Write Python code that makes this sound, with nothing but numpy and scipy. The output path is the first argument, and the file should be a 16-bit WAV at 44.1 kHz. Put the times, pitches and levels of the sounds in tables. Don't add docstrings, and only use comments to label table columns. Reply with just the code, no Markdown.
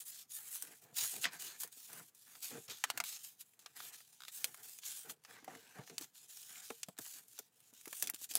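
import sys
import numpy as np
from scipy import signal
from scipy.fft import rfft, irfft
from scipy.io import wavfile

SR = 44100
rng = np.random.default_rng(int(sys.argv[2]) if len(sys.argv) > 2 else 0)


def gain_from_decibels(decibels):
    exponent = np.asarray(decibels, float) / 20
    return 10 ** exponent


def materialize(psi):
    bounded = np.clip(np.atleast_2d(psi).T, -1, 1)
    quanta = np.round(bounded * 32767).astype(np.int16)
    wavfile.write(sys.argv[1], SR, quanta)


N = 369558
HOP = 40
BAND_EDGES_HZ = np.linspace(45 ** .35, 17500 ** .35, 62) ** (1 / .35)
BANDS_HZ = list(zip(BAND_EDGES_HZ, BAND_EDGES_HZ[1:]))


def at_hz(points, hz):
    points_hz, values = np.transpose(points)
    return np.interp(np.log(hz), np.log(points_hz), values)


def filtered(x, order, hz, kind):
    return signal.sosfilt(signal.butter(order, hz, kind, fs=SR, output="sos"), x)


def resonator(hz, width_hz):
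    r = np.exp(-np.pi * width_hz / SR)
    return [1, -2 * r * np.cos(2 * np.pi * hz / SR), r * r]


def drift(rate_hz):
    r = np.exp(-2 * np.pi * rate_hz * HOP / SR)
    slow = signal.lfilter([1], [1, -2 * r, r * r], rng.standard_normal(N // HOP + 1002))[1000:]
    return slow / slow.std()


# hz, level_db_per_hz
ROOM_TONE = [(30, -17), (130, 9.5), (440, -9.5), (1000, -5), (2500, -10.5), (8000, -18), (16000, -29)]
ROOM_TONE_DB = -71


def room_hiss():
    noise, out = rng.standard_normal((2, N)), np.zeros(N)
    for k, (low_hz, high_hz) in enumerate(BANDS_HZ):
        level_db = ROOM_TONE_DB + at_hz(ROOM_TONE, np.sqrt(low_hz * high_hz))
        out += filtered(gain_from_decibels(level_db) * noise[k % 2], 2, [low_hz, high_hz], "band")
    return out


ZONES_HZ = [380, 1500, 4200, 11500]


def zone_weights(hz):
    share = np.array([np.interp(np.log(hz), np.log(ZONES_HZ), row) for row in np.eye(4)]) ** 2
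    return share / share.sum()


ZONE_WIDTHS_HZ = [500, 2300, 5000, 8000]


def zone_density_db():
    return 10 * np.log10(SR / 2 / np.array(ZONE_WIDTHS_HZ))[:, None]


# start_s, length_s, touch_db, lift_db, airy_over_crisp_db
SLIDES = [(0.0, .035, -52, -64, 2), (.063, .04, -57, -55, 6), (.12, .105, -60, -56, .5),
          (.305, .03, -60, -58, 5), (.335, .02, -57, -55, 8), (.367, .008, -56, -57, 8),
          (.36, .07, -59, -64, 8), (.44, .11, -64, -56, 8), (.55, .25, -55, -71, 4),
          (.82, .025, -67, -68, 2), (.85, .08, -72, -78, .1), (.968, .07, -39, -41, -2),
          (1.04, .17, -43, -58, 2), (1.215, .02, -50, -45, .1), (1.25, .028, -37, -47, -22),
          (1.285, .035, -62, -66, -12), (1.33, .05, -55, -60, -1), (1.4, .065, -52, -51, .5),
          (1.465, .11, -50, -62, -3), (1.605, .045, -48, -57, 6), (1.66, .055, -68, -74, .1),
          (1.725, .26, -62, -59, 2), (1.99, .1, -63, -70, 3),
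          (2.155, .25, -70, -64, 2), (2.43, .11, -45, -57, .1), (2.55, .11, -58, -62, .1),
                      (2.703, .05, -44, -55, -8), (2.76, .26, -55, -70, -5), (3.05, .12, -48, -53, -2),
                      (3.19, .03, -62, -56, -1), (3.24, .14, -51, -80, 2), (3.405, .01, -53, -56, .1),
                      (3.46, .09, -75, -84, 4), (3.67, .075, -72, -76, .1), (3.765, .13, -57, -53, -1),
                      (3.93, .18, -56, -72, .1), (4.13, .07, -66, -73, -1), (4.2, .1, -70, -61, -4),
                      (4.32, .04, -58, -52, 3), (4.36, .08, -54, -58, 2), (4.46, .15, -63, -68, 2),
                      (4.63, .16, -58, -64, 4), (4.82, .025, -62, -58, -4), (4.85, .17, -47, -56, .5),
                      (5.03, .04, -58, -63, 2), (5.095, .015, -53, -50, 3),
          (5.24, .1, -72, -62, -4), (5.35, .11, -64, -72, -8), (5.48, .38, -63, -68, -5),
               (5.87, .1, -62, -67, -3), (6.0, .03, -60, -51, -2), (6.035, .07, -62, -79, -2),
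               (6.15, .11, -61, -67, -1), (6.29, .24, -60, -60, .1), (6.54, .065, -58, -57, -1),
               (6.65, .13, -58, -66, .1), (6.78, .04, -66, -64, 1), (6.86, .07, -75, -75, 1),
               (7.01, .178, -58, -58, 2), (7.2, .07, -68, -79, 3), (7.285, .07, -71, -66, 3),
               (7.36, .12, -64, -75, -1), (7.53, .17, -82, -69, .1), (7.745, .11, -63, -68, -1),
               (7.87, .08, -67, -58, 3), (7.95, .11, -56, -59, 6), (8.18, .03, -66, -63, 3),
               (8.31, .022, -50, -60, 1), (8.355, .03, -46, -52, -2)]
# start_s, length_s, touch_db, lift_db, airy_over_crisp_db
SUDDEN_SLIDES = [
    (2.68, .02, -50, -54, -8),
    (3.591, .055, -64, -71, -2),
    (6.62, .03, -58, -57, .1),
    (8.215, .03, -55, -51, 2.5),
    (8.292, .02, -56, -52, 1),
]
# middle_s, length_s, body_db, flex_over_body_db
BENDS = [(.48, .24, -66, -16), (.68, .11, -64, -4), (1.05, .02, -55, -20), (5.45, .04, -72, 6),
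         (1.256, .016, -42, -14), (1.165, .06, -66, 4), (7.175, .04, -67, -8), (1.342, .025, -53, -10),
         (1.45, .2, -63, -8), (1.64, .01, -60, -4), (1.95, .11, -59, -4), (2.32, .1, -69, -11),
         (2.54, .06, -56, 3), (2.7, .02, -55, -11), (2.94, .17, -61, -6), (4.62, .09, -67, -9),
         (3.85, .18, -63, -9), (.86, .09, -71, 1.5), (4.44, .12, -65, -9), (5.075, .05, -61, -2),
         (5.33, .1, -62, -4), (5.52, .05, -58, 3), (5.65, .14, -65, -7), (5.78, .06, -59, -1),
         (5.91, .02, -65, 8), (6.01, .03, -61, -2), (6.56, .14, -62, -16), (3.65, .12, -75, -6),
         (8.056, .04, -70, 5), (8.14, .02, -71, -5), (8.37, .04, -57, 2)]
REST_DB = [-85, -88, -86, -85]
TOUCH_DB_PER_S, BITE_DB_PER_S, LIFT_DB_PER_S = 1000, 6000, 900
SLIDE_FLEX_DB, SLIDE_BODY_DB = -30, -13
SWELL_DB_PER_S, FADE_DB_PER_S = 800, 420


def rub_levels():
    s = np.arange(0, N / SR + .01, .001)
    power = gain_from_decibels(2 * np.array(REST_DB))[:, None] + 0 * s
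    strokes = [(row, TOUCH_DB_PER_S) for row in SLIDES]
    strokes += [(row, BITE_DB_PER_S) for row in SUDDEN_SLIDES]
    for (start_s, length_s, touch_db, lift_db, airy_db), onset_db_per_s in strokes:
        end_s = start_s + length_s
        db = np.interp(s, [start_s, end_s], [touch_db, lift_db])
        db -= onset_db_per_s * np.maximum(start_s - s, 0)
        db -= LIFT_DB_PER_S * np.maximum(s - end_s, 0)
        power += gain_from_decibels(2 * (db + np.array([[SLIDE_FLEX_DB], [SLIDE_BODY_DB], [0], [airy_db]])))
    for middle_s, length_s, body_db, flex_db in BENDS:
        db = body_db - SWELL_DB_PER_S * np.maximum(middle_s - length_s / 2 - s, 0)
        db -= FADE_DB_PER_S * np.maximum(s - middle_s - length_s / 2, 0)
        power[:2] += gain_from_decibels(2 * (db + np.array([[flex_db], [0]])))
    return s, 10 * np.log10(power)


TEAR_GAIN, TEAR_S = .6, .0015


def grains(spread_db):
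    x = rng.standard_normal((2, N)) * gain_from_decibels(spread_db * np.minimum(rng.exponential(1, N), 6))
    chance, size = rng.standard_normal((2, N))
    tears = signal.lfilter([1], [1, -np.exp(-1 / (TEAR_S * SR))], (chance > 3.3) * np.abs(size))
    return x / x.std() * (1 + TEAR_GAIN * tears)


# hz, level_db
COLOUR = [(60, -34.5), (110, -2), (460, -1), (570, -8.5), (800, 1.5), (1030, -4), (1700, 3), (2050, -1),
          (2500, 0), (5600, -1), (6800, 4.5), (10000, 2.5), (15500, 1.5)]


def rubbing(bends):
    s, zone_db = rub_levels()
    zone_db = zone_db + zone_density_db()
    fibres = grains(spread_db=3.0)
    grip, flexing = 1.6 * drift(60), 2 * drift(11)
    steps_s, fine_s = np.arange(len(grip)) * HOP / SR, np.arange(N) / SR
    out = np.zeros(N)
    for k, ((low_hz, high_hz), bend) in enumerate(zip(BANDS_HZ, bends)):
        hz = np.sqrt(low_hz * high_hz)
        share = zone_weights(hz)
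        level_db = np.interp(steps_s, s, share @ zone_db) + at_hz(COLOUR, hz) - 2.5
        level_db += grip + flexing * share[0] + 2.4 * bend
        shake = np.interp(fine_s, steps_s, gain_from_decibels(level_db)) * fibres[k % 2]
        out += filtered(shake, 2, [low_hz, high_hz], "band")
    return out


def bursts(t60s, cracks, rise_s):
    age_s = np.arange(int(.09 * SR)) / SR
    rattle = gain_from_decibels(-60 * age_s / np.clip(t60s, .004, .2)[:, None]) * rng.standard_normal((len(t60s), len(age_s)))
    rattle *= (1 - np.exp(-age_s / rise_s)) * (1 + np.exp(-age_s / 0.001))
    rattle[:, 8] += cracks * rng.choice([-1, 1], len(t60s))
    return rattle


# start_s, crisp_db, airy_over_crisp_db, body_over_crisp_db
SNAPS = [(.557, -56, 10, -3), (.6236, -61, 21, 4), (1.2352, -45, -4, -17), (1.2419, -37, -16, -1),
         (1.2535, -36, -22, -1), (1.634, -46, 6.5, -4), (1.6757, -71, 16, 4), (1.9304, -62, 13, 4),
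         (2.149, -78, 15, -9), (2.3524, -57.5, -13, 3.5), (2.8388, -31, -10, 3.5),
         (2.901, -34.5, -6, 1), (2.9752, -39.5, .5, 5), (3.0012, -34, -10, 2),
         (3.0387, -45, 2.5, -1.5), (3.41, -62.5, 5, -21), (3.5357, -70.5, .1, -3),
         (3.592, -60, -3, -12), (3.6606, -48, -50, 2.5), (3.7725, -62, 7.5, 2), (3.803, -48.5, -8, -2),
         (4.0036, -65.5, -2, 9), (4.1283, -65.5, -2, -4),
         (4.282, -44.5, -10, -13), (4.4434, -34, -1.5, -15.5), (4.5439, -55, 2, 1.5),
                (4.5738, -65, 5.5, .1), (4.631, -71, 10, -3), (4.7876, -54, -4, -19),
                (4.834, -47, -26, -25), (5.096, -49, -12, .5), (5.2378, -68, .1, -4.5),
                (5.2488, -50, -30, -3.5), (5.3655, -71, -9, 16), (5.4446, -59.5, 1.5, -4),
                (5.479, -74, -3, 22), (5.552, -54.5, -12, -1.5), (5.8753, -66, -11, 14),
                (5.897, -53, -18, .1), (5.9811, -41.5, -2.5, -22.5), (6.011, -55.5, 4.5, -3),
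                (6.022, -47, -24, -11), (6.043, -54, -2, -8), (6.1555, -60, -13, -16),
         (6.372, -55, 1, -27), (6.43, -57, -8, -33), (6.5059, -57, -25, -16), (6.7043, -52.5, 1, 10.5),
              (6.8323, -46, -9, -25), (6.886, -58, 2.5, -27), (6.9679, -65, -11, -1),
              (6.9783, -54, -11, -8), (6.9873, -47, 3, -1), (7.0626, -52.5, -2, -6), (7.282, -80, 18, -14),
              (7.3793, -56.5, -10, -4), (7.3895, -47.5, 3.5, -3.5), (7.6039, -70.5, 3, -7.5),
              (7.737, -68.5, 5, -17), (7.8119, -60, .1, -29), (7.8564, -53.5, 3.5, -2),
              (7.8784, -54, 5.5, -5), (7.9282, -48, 3.5, 3.5), (8.0245, -41.5, 10, -6),
              (8.04, -46.5, -7, -19), (8.0725, -41, -2, -28), (8.0985, -47.5, 10.5, 2),
              (8.137, -52, -6, -13), (8.1452, -52, 5, -36), (8.161, -56, -4, -19), (8.311, -52, -8, -11),
              (8.3376, -53, 4, -16), (8.3538, -39, 6.5, -5), (8.3628, -47, 7, -26)]
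SNAP_RING_S, RING_S_PER_BODY_DB = .038, -.0003


def snapping(bends):
    start_s, crisp, airy, body = np.transpose(SNAPS)
    zone_db = crisp + np.array([body - 26, body + .1, 0 * crisp, airy + 0.068]) + zone_density_db()
    cracks = 4.5 * gain_from_decibels(.5 * np.clip(airy - body, -12, 14))
    releases = bursts(SNAP_RING_S + RING_S_PER_BODY_DB * body, cracks, rise_s=.0004)
    starts = np.round(start_s * SR).astype(int)
    snaps = np.zeros_like(releases)
    for (low_hz, high_hz), bend in zip(BANDS_HZ, bends):
        hz = np.sqrt(low_hz * high_hz)
        level_db = zone_weights(hz) @ zone_db + at_hz(COLOUR, hz) - 5.5
        level_db += 3.23 * bend[starts // HOP] + 2 * rng.standard_normal(len(starts))
        band = signal.butter(1, [low_hz, high_hz], "band", fs=SR)
        snaps += gain_from_decibels(level_db)[:, None] * signal.lfilter(*band, releases)
    snaps = filtered(snaps, 2, 420, "high")
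    out = np.zeros(N + SR)
    for start, snap in zip(starts, snaps):
        out[start:start + len(snap)] += snap
    return out[:N]


def paper():
    bends = [drift(7.2) for _ in BANDS_HZ]
    return rubbing(bends) + snapping(bends)


# start_s, peak_db, patch_hz, ring_s
TICKS = [(0.3137, -38, 6490, 0.014), (0.3444, -35, 11000, 0.014), (0.3694, -36, 11000, 0.014),
         (0.5754, -33, 11000, 0.014), (0.8174, -49, 10100, 0.014), (0.8344, -56, 6620, 0.014),
         (1.2544, -20, 1780, 0.014), (1.2624, -28, 1580, 0.014), (1.2694, -32, 1520, 0.014),
         (1.3404, -39, 2290, 0.014), (2.6813, -35, 4170, 0.014), (2.7043, -31, 3210, 0.014),
         (3.1522, -34, 7430, 0.014), (3.5349, -59, 2440, 0.014), (3.6144, -58, 3700, 0.014),
         (3.6344, -59, 8850, 0.014), (3.6601, -40, 1800, 0.014), (3.7864, -41, 8070, 0.014),
         (3.8033, -37, 1530, 0.014), (5.5508, -40, 1810, 0.014), (5.6685, -48, 2670, 0.014),
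         (6.2851, -43, 7440, 0.014), (6.3964, -39, 6300, 0.014), (6.4288, -40, 6510, 0.014),
         (6.5051, -42, 3090, 0.014), (6.538, -38, 7070, 0.014), (6.557, -36, 2280, 0.014),
         (6.5814, -40, 6760, 0.014), (6.6004, -39, 7950, 0.014), (6.6204, -42, 6880, 0.014),
         (6.6374, -40, 6850, 0.014), (6.6894, -38, 6270, 0.014), (6.7032, -29, 2610, 0.014),
         (7.1077, -41, 6310, 0.014), (7.64, -54, 7100, 0.014), (8.2064, -48, 7320, 0.014),
         (8.2142, -34, 6970, 0.014), (8.2914, -37, 7400, 0.014), (8.306, -34, 6730, 0.014),
         (8.0808, -28, 4950, .01), (1.2415, -17, 2760, .03), (1.2435, -21, 3500, .04),
          (1.2545, -21, 3050, .03), (1.322, -42, 4400, .04), (6.8318, -21, 6900, .02),
          (6.832, -32, 2700, .025), (8.0615, -36, 3500, .012), (8.094, -31, 2200, .01),
          (8.0987, -13, 12000, .006), (8.3535, -4, 11600, .005), (8.3712, -14, 9980, .006),
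          (1.2535, -19, 1800, .025), (5.9812, -23, 4600, .012), (7.055, -38, 2700, .02),
          (7.066, -44, 1500, .02), (1.046, -36, 1200, .02)]
TICK_SHARPNESS, TICK_DB = 4.0, -7


def ticks():
    out, age_s = np.zeros(N + SR), np.arange(SR // 12) / SR
    for start_s, peak_db, patch_hz, ring_s in TICKS:
        rattle = rng.standard_normal(len(age_s))
        push = rattle * gain_from_decibels(-60 * age_s / np.clip(ring_s, .003, .1)) + 5.0 * (age_s == 0)
        tick = signal.lfilter([1, 0, -1], resonator(patch_hz, patch_hz / TICK_SHARPNESS), push)
        tick = tick / np.abs(tick).max() + .06 * np.diff(push, prepend=0)
        out[round(start_s * SR):][:len(age_s)] += gain_from_decibels(peak_db + TICK_DB) * tick
    return out[:N]


# start_s, peak_db, pitch_hz, ring_s
THUMPS = [(0.846, -66.5, 149, 0.077), (0.925, -63.5, 151, 0.055), (1.02, -62, 129, 0.12),
          (1.137, -51, 750, 0.03), (1.177, -55, 458, 0.02), (1.247, -54.5, 700, 0.072),
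          (1.646, -54, 460, 0.025), (1.768, -61, 286, 0.029), (2.549, -68, 700, 0.083),
          (2.552, -52.5, 460, 0.07), (2.683, -57, 124, 0.047), (2.998, -55, 685, 0.074),
          (4.447, -61.5, 500, 0.076), (5.046, -62.5, 463, 0.06), (5.426, -55.5, 280, 0.032),
          (5.478, -41.5, 760, 0.045), (5.788, -48, 140, 0.07), (5.898, -57, 426, 0.037),
          (6.009, -47.5, 308, 0.032), (6.703, -42, 400, 0.032), (6.884, -48, 186, 0.045),
          (6.99, -47, 320, 0.03), (7.394, -54.5, 417, 0.039), (7.727, -65, 244, 0.039),
          (7.873, -45.5, 330, 0.029), (7.925, -57, 663, 0.035), (8.029, -47, 370, 0.024),
          (8.137, -53, 304, 0.028), (8.214, -60.5, 278, 0.029), (8.308, -58.5, 308, 0.042),
          (6.708, -60, 460, .09), (6.996, -61, 120, .07), (6.705, -48, 240, .035), (8.03, -58, 180, .05),
          (8.06, -67, 110, .09), (8.354, -60, 320, .05), (1.25, -58, 300, .06)]


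def thumps():
    out, age_s = np.zeros(N + SR), np.arange(SR // 5) / SR
    puffs = filtered(rng.standard_normal((len(THUMPS), len(age_s))), 2, [170, 1000], "band")
    for (start_s, peak_db, pitch_hz, ring_s), puff in zip(THUMPS, puffs):
        thump = np.sin(2 * np.pi * pitch_hz * age_s) + 3.1 * puff
        thump *= gain_from_decibels(-60 * age_s / max(ring_s, .01)) * (1 - np.exp(-age_s / 0.0025))
        out[round(start_s * SR):][:len(age_s)] += gain_from_decibels(peak_db + 6) * thump
    return out[:N]


# pitch_hz, level_db, t60_s
RIFFLE_MODES = [(1500, -1, .008), (3800, 1, .009), (5000, -1.5, .007), (7200, -1.5, .005)]
RIFFLE_S, RIFFLE_STEP_S, RIFFLE_DB = 4.2052, .0152, -54


def riffle():
    out, age_s = np.zeros(N), np.arange(SR // 20) / SR
    for k in range(4):
        rattle = rng.standard_normal(len(age_s)) * np.exp(-age_s / .004)
        tick = 6 * (age_s == 0) + rattle / 4
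        flick = 1.1 * rattle
        for pitch_hz, level_db, t60_s in RIFFLE_MODES:
            ring = gain_from_decibels(level_db - 60 * age_s / t60_s) * np.sin(2 * np.pi * pitch_hz * age_s)
            flick += .35 * np.convolve(tick, ring)[:len(age_s)]
        start_s = RIFFLE_S + k * RIFFLE_STEP_S
        out[round(start_s * SR):][:len(age_s)] += gain_from_decibels(RIFFLE_DB + k) * flick
    return filtered(out + 1e-18, 3, 1000, "high")


# pitch_hz, width_hz, level_db
BOOK_MODES = [(460, 18.4, -1), (700, 17, -6.5), (1826, 25, -14), (2420, 62, -14.5)]


def book(x):
    out = x.copy()
    for pitch_hz, width_hz, level_db in BOOK_MODES:
        gain = (1 - np.exp(-2 * np.pi * width_hz / SR)) / 2
        out += gain_from_decibels(level_db) * signal.lfilter([gain, 0, -gain], resonator(pitch_hz, width_hz), x)
    return out


ROOM_T60_S, ROOM_DB = 0.056, -23


def room(x):
    age_s = np.arange(SR // 3) / SR
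    tail = rng.standard_normal(len(age_s)) * gain_from_decibels(-60 * age_s / ROOM_T60_S) * (age_s > .004)
    tail = signal.lfilter([.5], [1, -.5], tail)
    return signal.fftconvolve(x, tail / np.sqrt(np.sum(tail ** 2)))[:N]


def scene():
    near = book(room_hiss() + paper() + ticks() + thumps() + riffle())
    return (near + gain_from_decibels(ROOM_DB) * room(near))[None]


def top_cut(x):
    return signal.sosfilt(signal.butter(12, 16840, fs=SR, output="sos"), x)


STEP_HZ, STEP_DB, CUTOFF_HZ = 15800, -23, 16900


def record(dry):
    x = filtered(dry, 4, 80, "high")
    x = signal.sosfilt(signal.cheby2(12, 70, CUTOFF_HZ, fs=SR, output="sos"), x)
    step = np.where(np.arange(N // 2 + 1) * SR / N > STEP_HZ, gain_from_decibels(STEP_DB), 1)
    return top_cut(irfft(rfft(x) * step, N))


dry = scene()
out = record(dry)
materialize(out)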